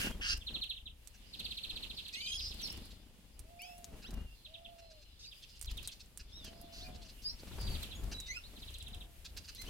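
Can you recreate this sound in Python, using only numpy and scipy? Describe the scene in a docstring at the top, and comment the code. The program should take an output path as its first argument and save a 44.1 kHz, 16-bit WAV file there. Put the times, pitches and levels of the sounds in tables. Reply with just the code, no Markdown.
"""Finches at a garden feeder

Small finches crowd a feeder on a hedge, heard by two spaced microphones in a light wind. Oscillation of
the syrinx gives trills of falling chips and whistles, often from both of its sides at once; its flutter
chops the breath into rasps. Cracked seed husks ring briefly and beating wings push puffs of air.
An animal wails far off, and the hedge and house walls reflect the calls."""
import sys
import numpy as np
from scipy import signal
from scipy.io import wavfile
from scipy.ndimage import uniform_filter1d

SR = 44100
rng = np.random.default_rng(int(sys.argv[2]) if len(sys.argv) > 2 else 0)


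def wrap_up_sound(samples):
    """Save the sound to the file named by the first command line argument, as 16-bit audio."""
    columns = np.atleast_2d(samples).T
    # keep every value between -1 and 1, then stretch to whole-number steps
    tamed = np.clip(columns, -1, 1)
    steps = np.round(tamed * 32767).astype(np.int16)
    wavfile.write(sys.argv[1], SR, steps)


N = 427329
T = np.arange(N) / SR

# Breeze on the microphones: t/s, low eddies/dB, brighter rumble/dB
BREEZE = [(0.0, -53, -56), (0.78, -65.5, -74), (1.78, -59.5, -63), (2.19, -62, -66.5), (2.62, -58.5, -60.5),
          (3.75, -66.5, -71), (4.07, -61.5, -61), (4.37, -63.5, -75), (5.34, -64.5, -80.5),
          (6.74, -61.5, -62), (7.31, -61.5, -67), (7.72, -47.5, -59), (8.39, -59.5, -72),
          (9.69, -59.5, -74)]
# Rushes of air from gusts and nearby wings: start/s, duration/s, low eddies/dB, brighter rumble/dB
RUSHES = [(-.15, 0.44, -61, -49), (0.247, 0.17, -57, -64), (0.437, 0.21, -59, -54.5),
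          (1.287, 0.29, -59, -68), (1.595, 0.48, -67, -61.5), (2.45, 0.55, -59, -63.5),
          (3.332, 0.15, -60.5, -91), (3.826, 0.23, -58.5, -54.5), (4.004, 0.31, -50, -54),
          (5.57, 0.39, -55, -98), (6.2, 0.5, -66.5, -63), (6.678, 0.48, -56.5, -61.5),
          (7.203, 0.21, -64, -96), (7.373, 0.54, -47.5, -69), (7.89, 0.36, -50, -55),
          (8.404, 0.27, -69, -60.5), (8.74, 0.42, -56, -70), (9.267, 0.2, -58, -87),
          (9.527, 0.32, -62, -53)]
# Activity of the flock: t/s, rustle of feathers and leaves/dB, distant twitter/dB
BUSTLE = [(0.0, -42.5, -66), (0.16, -59.5, -88), (0.6, -62.5, -97), (0.9, -72, -92), (1.4, -62.5, -67.5),
          (2.3, -63.5, -68), (2.67, -58.5, -60), (3.1, -70, -84), (4.02, -63, -86), (4.4, -71, -77),
          (5.2, -70.5, -75.5), (5.8, -64, -70.5), (6.15, -68.5, -88.5), (6.45, -68.5, -69.5),
          (7.3, -64, -78.5), (7.77, -53, -67), (8.0, -61, -75.5), (8.36, -63, -74.5), (8.85, -63, -72.5),
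          (9.1, -67, -97), (9.55, -62, -70.5), (9.69, -57, -67)]
# Spectrum of the rustle: f/Hz, relative spectral density/dB
RUSTLE_SPECTRUM = [(500, 3), (900, -11), (1500, -19.5), (2500, 8.5), (5000, -15.5), (8000, -6.5),
                   (11000, -2), (15500, -9)]
# Distant wails: start/s, duration/s, top f/Hz, top level/dB
WAILS = [(3.429, 0.6, 714, -57), (4.458, 0.57, 689, -58.5), (6.393, .58, 689, -60), (6.74, .36, 731, -60.5),
         (8.8, 0.43, 720, -69.5)]
# Arch of every wail: fraction of duration, fraction of top frequency, level re top/dB
WAIL_ARCH = [(0, .85, -17), (.11, .955, -5), (.4, 1.0, 0), (.7, .97, -3), (.92, .89, -9), (1, .82, -18)]
# Single wing strokes close by: t/s, level/dB
WING_STROKES = [(0.1054, -56), (0.3725, -52), (0.6394, -59), (1.3974, -52), (2.0822, -58), (2.5405, -54.5),
                (2.615, -50.5), (2.6707, -54), (2.7232, -51.5), (2.7721, -56), (4.1081, -57),
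                (4.138, -55.5), (5.655, -54), (5.7117, -51.5), (5.773, -52), (5.8277, -52.5),
                (6.4443, -51.5), (7.6116, -51.5), (7.829, -47.5), (8.0366, -55.5), (8.1194, -63),
                (9.248, -59), (9.3723, -49.5), (9.4918, -63), (9.6163, -47)]
# Flapping at take-off and landing: first stroke/s, last stroke/s, first level/dB, last level/dB
FLAP_RUNS = [(0.068, 0.106, -37, -42.5), (0.505, 0.583, -55, -70), (1.642, 1.78, -65, -61),
             (1.889, 1.93, -74, -64), (2.702, 2.78, -52, -58), (3.836, 3.87, -60, -69),
             (4.001, 4.24, -61, -68), (6.531, 6.613, -59, -66), (7.433, 7.517, -54, -50.5),
             (7.586, 7.706, -48, -77), (8.062, 8.102, -67, -58), (8.539, 8.703, -63, -61)]
# Husks cracking and beaks tapping the dish: t/s, level/dB, f/Hz, left minus right/dB
CRACKS = [(0.063, -43, 5470, -15), (0.637, -52, 11000, -10), (0.7002, -52, 10800, -15),
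          (1.074, -43.5, 7760, -16), (2.0822, -52, 7650, -11), (2.7721, -56, 10700, -15),
          (2.856, -51.5, 10400, -17), (3.3932, -40, 9000, -10), (3.6196, -41, 10600, 5),
          (3.7803, -46.5, 9980, 6), (3.8437, -36.5, 6640, 6), (4.107, -49, 5480, 9),
          (5.5944, -53, 9820, -12), (5.6135, -37.5, 8700, -17), (5.6261, -34.5, 9100, -6),
          (5.646, -43, 5100, -6.0), (5.875, -29, 8500, 5), (6.0601, -60, 7740, -13),
          (6.1745, -36, 8800, -9), (6.6145, -44, 11300, -7), (8.2023, -36.5, 7100, -9),
          (8.7065, -48, 7350, 0.0), (8.742, -44.5, 6440, -1), (8.7847, -44.5, 9030, -7),
          (8.8262, -46, 7960, -16), (8.8827, -52, 10900, -19), (8.9466, -50.5, 8250, -17),
          (9.5492, -51, 11000, -28)]
# Throat resonances: f/Hz, bandwidth/Hz, gain/dB
THROAT_FORMANTS = [(1663, 334, -0.5), (2850, 440, 3.5)]
# Squabbling rasps: t/s at start, turn and end; beak level/dB at the same three;
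# throat level/dB, left lag/ms, beak f/Hz, beak bandwidth/Hz
RASPS = [(0.0, 0.09, 0.087, -44.5, -53.5, -69, -41.5, -.2, 4320, 2100),
         (0.209, 0.295, 0.34, -52.5, -35.5, -38.5, -41, -.2, 4820, 1300),
         (2.332, 2.447, 2.52, -54, -47, -55, -87, -.4, 5100, 700),
         (5.191, 5.23, 5.27, -58, -59, -58, -75, .1, 4800, 1800),
         (6.72, 6.79, 6.88, -56.5, -54, -66, -65, .2, 4560, 1680)]
# Short dry "tet" calls: t/s, level/dB, beak f/Hz, relative throat level/dB
TETS = [(1.144, -60, 5740, 3.5), (2.1297, -46.5, 4770, -27.5), (2.907, -53, 3940, -21),
        (4.0233, -53.5, 4140, 1), (4.7865, -57.5, 4400, 3), (4.906, -55, 4600, -6),
        (5.018, -57.5, 4250, -6), (5.425, -52, 4100, -28), (5.491, -57, 4400, -24), (5.56, -56, 4540, -19),
        (5.7, -47.5, 3750, -23), (5.843, -46.5, 4030, -12), (5.918, -47, 4300, -18),
        (5.9993, -49.5, 4280, -8), (6.1963, -50, 4740, 0.5), (6.301, -64, 4620, -30),
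        (6.4455, -47.5, 4900, -5), (6.47, -52, 4540, 3), (6.9481, -53, 4360, -6), (7.0194, -52, 4130, -25),
        (7.051, -56.5, 5109, 1), (7.089, -51.5, 4200, -7), (7.2235, -52, 4900, -28), (7.391, -53, 4570, -8),
        (7.473, -55, 4040, -2), (7.6191, -48.5, 4400, -8), (8.118, -42.5, 4800, 2), (8.266, -49, 4800, -5),
        (8.5909, -57, 4580, -25), (9.25, -44, 4070, -6), (9.3697, -43, 4400, -4.5), (9.4424, -54, 4800, -2),
        (9.483, -44.5, 4700, -1), (9.553, -49, 4400, -20), (9.6594, -57, 4210, -9)]
# Whistled glides: t/s at start, turn and end; f/Hz and then level/dB at the same three;
# left lag/ms, second partial/dB, third partial/dB
WHISTLES = [ (0.116, 0.128, 0.16, 3260, 3174, 3220, -67, -60, -73, 0, -27, -30),
            (2.127, 2.221, 2.31, 1887, 2382, 2500, -59, -53.5, -56.5, 0.32, 1, -8),
            (2.135, 2.181, 2.37, 2420, 2950, 3310, -50.5, -54, -43, 0.27, -10, -12),
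            (2.325, 2.369, 2.49, 5830, 5030, 5020, -56, -51, -46.5, -.4, -42, -40),
            (2.42, 2.48, 2.5, 2780, 3670, 3820, -83, -55, -65, -0.022, -14, -25),
            (2.619, 2.641, 2.68, 6170, 5380, 5070, -58, -42.5, -60, .3, -15, -40),
            (2.636, 2.658, 2.67, 4100, 4300, 4272, -62, -38, -67, 0.07, -40, -40),
            (2.7, 2.7, 2.73, 5678, 5470, 5100, -57, -41, -71, .3, -35, -40),
            (3.592, 3.643, 3.77, 2390, 3260, 3600, -55, -58.5, -84, -0.41, -8, -32),
            (3.606, 3.655, 3.78, 2110, 2546, 2790, -66, -54.5, -72, -0.45, -3.5, -35),
            (4.041, 4.08, 4.09, 1243, 2000, 2000, -62.5, -68.5, -78, -0.54, 12.5, 4.5),
            (4.12, 4.15, 4.35, 2791, 2860, 2744, -78, -66, -67, 0.27, -40, -40),
            (4.82, 4.976, 5.14, 4110, 4230, 3930, -68, -70, -74, 0.19, -40, -40),
            (5.229, 5.287, 5.32, 3450, 4920, 5000, -56, -55, -70, .1, -40, -40),
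            (5.24, 5.249, 5.275, 3120, 2864, 2270, -68, -62, -67, 0, -30, -30),
            (6.323, 6.372, 6.5, 3530, 3950, 3020, -61, -59.5, -60, .32, -26, -35),
            (6.324, 6.366, 6.4, 5300, 5570, 5749, -62, -58, -73, 0.3, -35, -40),
            (6.805, 6.831, 6.862, 3230, 4130, 5050, -57, -54, -62, 0.19, -40, -40),
            (6.842, 6.867, 6.885, 2450, 2420, 2420, -64, -57, -70, -0.12, -5, -21),
            (7.241, 7.298, 7.32, 3550, 4170, 4470, -69, -45.5, -70, .32, -57, -40),
            (7.242, 7.274, 7.315, 4820, 4755, 5590, -50, -37, -50, .32, -23, -40),
            (7.602, 7.764, 7.78, 4820, 4510, 4750, -52.5, -54, -75, .25, -32, -40),
            (7.932, 7.964, 8.0, 3330, 3460, 3379, -53, -67, -63, 0, -35, -40),
            (7.95, 7.952, 8.03, 6760, 6900, 6915, -75, -59, -78, 0, -25, -40),
            (8.14, 8.273, 8.29, 3997, 3730, 3890, -47, -52.5, -58, -.34, -23, -29),
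            (8.281, 8.305, 8.335, 2000, 2030, 2220, -58, -44, -58, -.16, -4.5, -5),
            (8.33, 8.373, 8.39, 2250, 2700, 2820, -59, -44.5, -57, -0.14, -6.5, -19),
            (8.363, 8.379, 8.39, 1487, 1370, 1360, -62, -53, -78, -0.23, 3, -11),
            (8.437, 8.472, 8.48, 3700, 4349, 4600, -53, -60, -73, -0.072, -35, -40),
            (9.579, 9.604, 9.635, 1936, 2070, 2060, -67, -59.5, -74, -0.021, 10.5, 0),
            (9.652, 9.663, 9.688, 2520, 2840, 3140, -72, -63, -51, 0, -10, -28), ]
# Singer of each trill: from t/s, lead of chip onset/s, mean fall/(Hz/s), closing f/Hz,
# second partial/dB, third partial/dB
SINGERS = [(0.0, 0.01, 61500, 2440, -40, -50), (1.2, .006, 100100, 2235, -25.5, -23.5),
           (4.3, 0.0087, 79800, 2340, -42, -59), (5.2, 0.0096, 70200, 2250, -24, -45),
           (7.3, .01, 79300, 2270, -35, -43), (8.5, 0.0068, 84800, 2360, -29, -45)]
# Falling chips: t/s, level/dB, starting f/Hz
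CHIPS = [(0.4193, -50.5, 3660), (0.4748, -40, 4310), (0.5487, -37.5, 4330), (0.622, -37, 4390),
         (0.701, -38, 4290), (0.7708, -48, 3900), (0.8664, -46.5, 4030), (1.3351, -46, 4590),
         (1.394, -41, 4540), (1.4492, -39, 4690), (1.5102, -40, 4470), (1.574, -40.5, 4460),
         (1.6355, -39.5, 4490), (1.6976, -39.5, 4450), (1.7614, -41, 4530), (1.829, -41.5, 4440),
         (1.901, -43, 4380), (1.973, -44, 4650), (1.99, -43.5, 4300), (2.0523, -46.5, 4540),
         (2.08, -46.5, 4600), (2.1424, -42, 4620), (2.202, -43.5, 4630), (2.2599, -41, 4530),
         (2.3244, -42, 4320), (2.3922, -41.5, 4570), (2.5099, -46.5, 4580), (2.5942, -46.5, 4710),
         (2.6122, -49, 4500), (2.6673, -46, 4840), (4.4545, -50, 4230), (4.5472, -47.5, 3910),
         (4.6561, -48.5, 3720), (5.322, -52, 3810), (5.434, -53.5, 3750), (5.677, -48, 4200),
         (5.7796, -45, 3930), (5.881, -49, 4190), (7.5257, -58, 4250), (7.6744, -48.5, 4250),
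         (7.7512, -47, 4240), (7.8303, -45, 4380), (7.9184, -48, 4220), (8.566, -55, 4320),
         (8.6244, -50, 4260), (8.681, -50, 4200), (8.744, -48.5, 4300), (8.8064, -49.5, 4200),
         (8.8693, -48.5, 4010), (8.9362, -49.5, 4110), (9.011, -50.5, 3970)]

TOP_HZ = 16000


def undb(db):
    return 10 ** (np.asarray(db) / 20)


def unit(x):
    return x / np.sqrt(np.mean(x ** 2))


def band(x, hz, width):
    """Second-order resonance with unit gain at its centre."""
    return signal.lfilter(*signal.iirpeak(min(hz, .45 * SR), hz / width, SR), x)


def hiss(hz, width):
    """White noise shaped by one resonance, at unit RMS."""
    return unit(band(rng.standard_normal(N), hz, width))


def walk(rate):
    """Slow random modulation: values held for 1 / rate s and smoothed twice; spread near 1."""
    hold = int(SR / rate)
    steps = np.repeat(rng.standard_normal(N // hold + 1), hold)
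    return 1.5 * uniform_filter1d(uniform_filter1d(steps, hold), hold)[:N]


def add(out, s, x):
    """Superposition: x joins out from time s."""
    i = max(int(s * SR), 0)
    out[..., i:i + x.shape[-1]] += x[..., :N - i]


def place(out, s, x, lag_ms):
    """Path difference: x reaches the left microphone lag_ms after the right."""
    add(out[0], s + max(lag_ms, 0) / 1000, x)
    add(out[1], s + max(-lag_ms, 0) / 1000, x)


def harmonic_glides(calls, traits, fade_s, waver, tremble_db):
    """Harmonic series on (t, f, level) contours, slightly modulated in frequency and amplitude."""
    out = np.zeros((2, N))
    drift = 1 + waver * walk(150)
    tremble = undb(tremble_db * (walk(60) + walk(400)) / np.sqrt(2))
    for call, (lag_ms, *partials_db) in zip(calls, traits):
        s, hz, db = np.transpose(call)
        span = slice(int(s[0] * SR), int(s[-1] * SR))
        t = T[span]
        pitch = uniform_filter1d(np.interp(t, s, hz), len(t) // 6, mode="nearest")
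        phase = 2 * np.pi * np.cumsum(pitch * drift[span]) / SR
        partials = enumerate([0, *partials_db], 1)
        tone = sum(undb(d) * np.sin(k * phase) for k, d in partials if k * hz.max() < TOP_HZ)
        fade = np.clip(np.minimum(t - s[0], s[-1] - t) / fade_s, 0, 1)
        place(out, s[0], np.sqrt(2) * undb(np.interp(t, s, db)) * tone * fade * tremble[span], lag_ms)
    return out


def airflow(column, skew=1.09, sharpness=2.55):
    """Envelope of one layer of turbulence: the breeze plus rushes that swell and die away."""
    breeze = np.array(BREEZE)
    gain = undb(np.interp(T, breeze[:, 0], breeze[:, column]))
    for row in RUSHES:
        u = np.clip((T - row[0]) / row[1], 0, 1)
        gain += undb(row[column + 1]) * np.abs(np.sin(np.pi * u ** skew)) ** sharpness
    return gain


def wind(wingbeat_hz=21.68):
    """Turbulence of wind and wing wash: low noise, alike on both sides, pulsed at the wingbeat rate."""
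    eddies, rumble = airflow(1), airflow(2)
    beat = 2 * np.pi * np.cumsum(wingbeat_hz * undb(1.5 * walk(6))) / SR
    flutter = 0.41 + 0.4 * unit(np.exp(1.86 * np.cos(beat)))
    thump = unit(band(np.exp(3 * np.cos(beat)), 70, 67)) * undb(4.67 * walk(12))
    low = lambda: eddies * (hiss(42.3, 14.7) + 0.51 * hiss(80, 15.5) + 0.13 * hiss(120, 23))
    bright = lambda: rumble * undb(1.7 * walk(25)) * flutter * (hiss(201.4, 75.3) + .06 * hiss(520, 510))
    mid = low() + 1.12 * eddies * thump + bright()
    side = low() + 1.2 * bright()
    return undb([[1.3], [-1.3]]) * (mid + 0.34 * side * np.array([[1], [-1]]))


def bustle():
    """Incoherent sources sum to noise: rustle in flickering half-octave bands, and patchy far twitter."""
    s, rustle_db, flock_db = np.transpose(BUSTLE)
    hz, db = np.transpose(RUSTLE_SPECTRUM)
    rustle, shared_flicker = np.zeros((2, N)), walk(21)
    for f in 500 * 2 ** np.arange(0, 5, .5):
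        density_db = np.interp(np.log(f), np.log(hz), db) + 1.2 * shared_flicker + 1.1 * walk(9)
        rustle += undb(density_db) * np.sqrt(f / 16000) * np.array([hiss(f, f / 2.1), hiss(f, f / 1.95)])
    flock = lambda: sum(undb(4.5 * walk(25)) * hiss(f, 250) for f in (2900, 3500, 4200, 4900))
    twitter = np.array([flock(), flock()])
    return rustle * undb(np.interp(T, s, rustle_db)) + twitter * undb(np.interp(T, s, flock_db))


def echoes(x, t60_s=0.25, gain_db=2.5, wall_s=0.0385, wall_db=-11):
    """Reflection: sparse returns from the hedge decay exponentially; a house wall adds a smeared slap."""
    t = T[:int(.35 * SR)]
    twigs = 7.5 * np.exp(-t / 0.0053)  # branches right beside the birds
    hedge = (twigs + undb(-60 * t / t60_s)) * (t > .001)
    wall = undb(wall_db) * np.exp(-((t - wall_s) / 0.0052) ** 2)
    taps = rng.standard_normal((2, len(t))) * (rng.random((2, len(t))) < .015) * (hedge + wall)
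    response = undb(gain_db) * unit(taps) / np.sqrt(len(t))
    return signal.fftconvolve(x[None], response, axes=1)[:, :N]


def wails(lag_ms=.3, overtones_db=(-26, -26, -21, -25, -27)):
    """Periodic voicing of a distant animal: a tone with weak overtones arches in pitch and level."""
    arches = [[(s + u * length, hz * ratio, db + relative_db) for u, ratio, relative_db in WAIL_ARCH]
              for s, length, hz, db in WAILS]
    traits = [(lag_ms, *overtones_db)] * len(WAILS)
    return harmonic_glides(arches, traits, fade_s=0.015, waver=0.0054, tremble_db=2.1)


def wing_swishes():
    """Flow noise of feathers: each stroke is a soft broadband swish, louder on the right."""
    envelope, swish = np.zeros(N), np.hanning(int(.018 * SR))
    for s, db in WING_STROKES:
        add(envelope, s - .005, undb(db) * swish)
    return envelope * np.array([0.42 * hiss(6900, 13000), 1.77 * hiss(6300, 14700)])


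def wing_flaps(flap_hz=24.1, scatter_db=2):
    """Displacement of air: each downstroke of a run throws a short dull puff."""
    envelope, puff = np.zeros(N), np.hanning(int(0.02 * SR))
    for first, last, *ends_db in FLAP_RUNS:
        strokes = np.arange(first, last + .5 / flap_hz, 1 / flap_hz)
        for s, chance in zip(strokes, rng.standard_normal(12)):
            db = np.interp(s, [first, last], ends_db) + scatter_db * chance
            add(envelope, s - .008, undb(db) * puff)
    return envelope * (hiss(160, 220) + 0.041 * hiss(500, 600))


def seed_cracks():
    """Impulse excitation: a snap rings the husk as a damped sine, with a tail of splinter noise."""
    out, t = np.zeros((2, N)), T[:2048]
    for s, db, hz, pan_db in CRACKS:
        snap = 2 * np.exp(-t / 0.00035) * np.sin(2 * np.pi * hz * t)
        splinters = 0.52 * np.exp(-t / 0.0074) * band(rng.standard_normal(len(t)), hz, 4900)
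        add(out, s, undb([[db + pan_db / 2], [db - pan_db / 2]]) * (snap + splinters))
    return out


def beak(breath, hz, width):
    """Resonance of the beak: one strong formant and a weak one a fifth above."""
    return unit(band(band(breath, hz, width), hz, 2 * width) + 0.057 * band(breath, 1.5 * hz, 2000))


def rasps_and_tets(flutter_hz=210.5, tet_s=0.027):
    """Source and filter: breath chopped by an uneven flutter of the syrinx rings the beak and throat."""
    cycle = np.cumsum(flutter_hz * undb(1.1 * walk(60))) / SR % 1
    breath = unit(rng.standard_normal(N) * (1.4 + np.exp(-cycle / 0.34)))
    throat = unit(sum(undb(db) * band(band(breath, hz, w), hz, 2 * w) for hz, w, db in THROAT_FORMANTS))
    out = np.zeros((2, N))
    for *contour, throat_db, lag_ms, hz, width in RASPS:
        s, db = contour[:3], contour[3:]
        span = slice(int(s[0] * SR), int(s[-1] * SR))
        voice = undb(np.interp(T[span], s, db)) * beak(breath[span], hz, width)
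        voice += undb(throat_db) * throat[span]
        place(out, s[0], signal.windows.tukey(len(voice), .1) * voice, lag_ms)
    for s, db, hz, throat_db in TETS:
        span = slice(int(s * SR), int((s + tet_s) * SR))
        voice = 0.57 * beak(breath[span], hz, 1880) + 0.34 * undb(throat_db) * throat[span]
        add(out, s - .005, undb(db) * np.hanning(len(voice)) ** 0.26 * voice)
    return out


def whistles():
    """Two independent oscillators: each side of the syrinx can glide on a pitch of its own."""
    glides = [np.reshape(row[:9], (3, 3)).T for row in WHISTLES]
    traits = [row[9:] for row in WHISTLES]
    return harmonic_glides(glides, traits, fade_s=0.00072, waver=0.0116, tremble_db=1.68)


def chips(lag_ms=.36):
    """Frequency sweep: each chip is a nearly pure tone that falls ever more steeply as it fades."""
    out = np.zeros((2, N))
    for s, db, hz in CHIPS:
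        _, lead_s, fall, end_hz, second_db, third_db = [row for row in SINGERS if row[0] <= s][-1]
        u = np.linspace(0, 1, int((hz - end_hz) / fall * SR))
        phase = 2 * np.pi * np.cumsum(end_hz + (hz - end_hz) * (1 - u ** 1.4)) / SR
        envelope = np.abs(np.sin(np.pi * u ** 0.72)) ** 0.71
        tone = np.sin(phase) + undb(second_db) * np.sin(2 * phase) + undb(third_db) * np.sin(3 * phase)
        place(out, s - lead_s, undb(db) * envelope * tone, lag_ms)
    return out


def scene():
    """Superposition of all direct sound and the reflections of the voices."""
    calls = whistles() + rasps_and_tets()
    trills, wail = chips(), wails()
    voices = calls + trills + wail * undb([[-2.5], [2.5]])
    reflections = echoes(0.56 * calls[1] + 1.25 * trills[1] + 0.25 * wail[1])
    return voices + reflections + wing_swishes() + wing_flaps() + seed_cracks() + wind() + bustle()


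def record(dry):
    """Band limiting: a steep low-pass filter removes the highest treble."""
    return signal.sosfilt(signal.ellip(10, .2, 70, TOP_HZ, fs=SR, output="sos"), dry)


dry = scene()
out = record(dry)
wrap_up_sound(out)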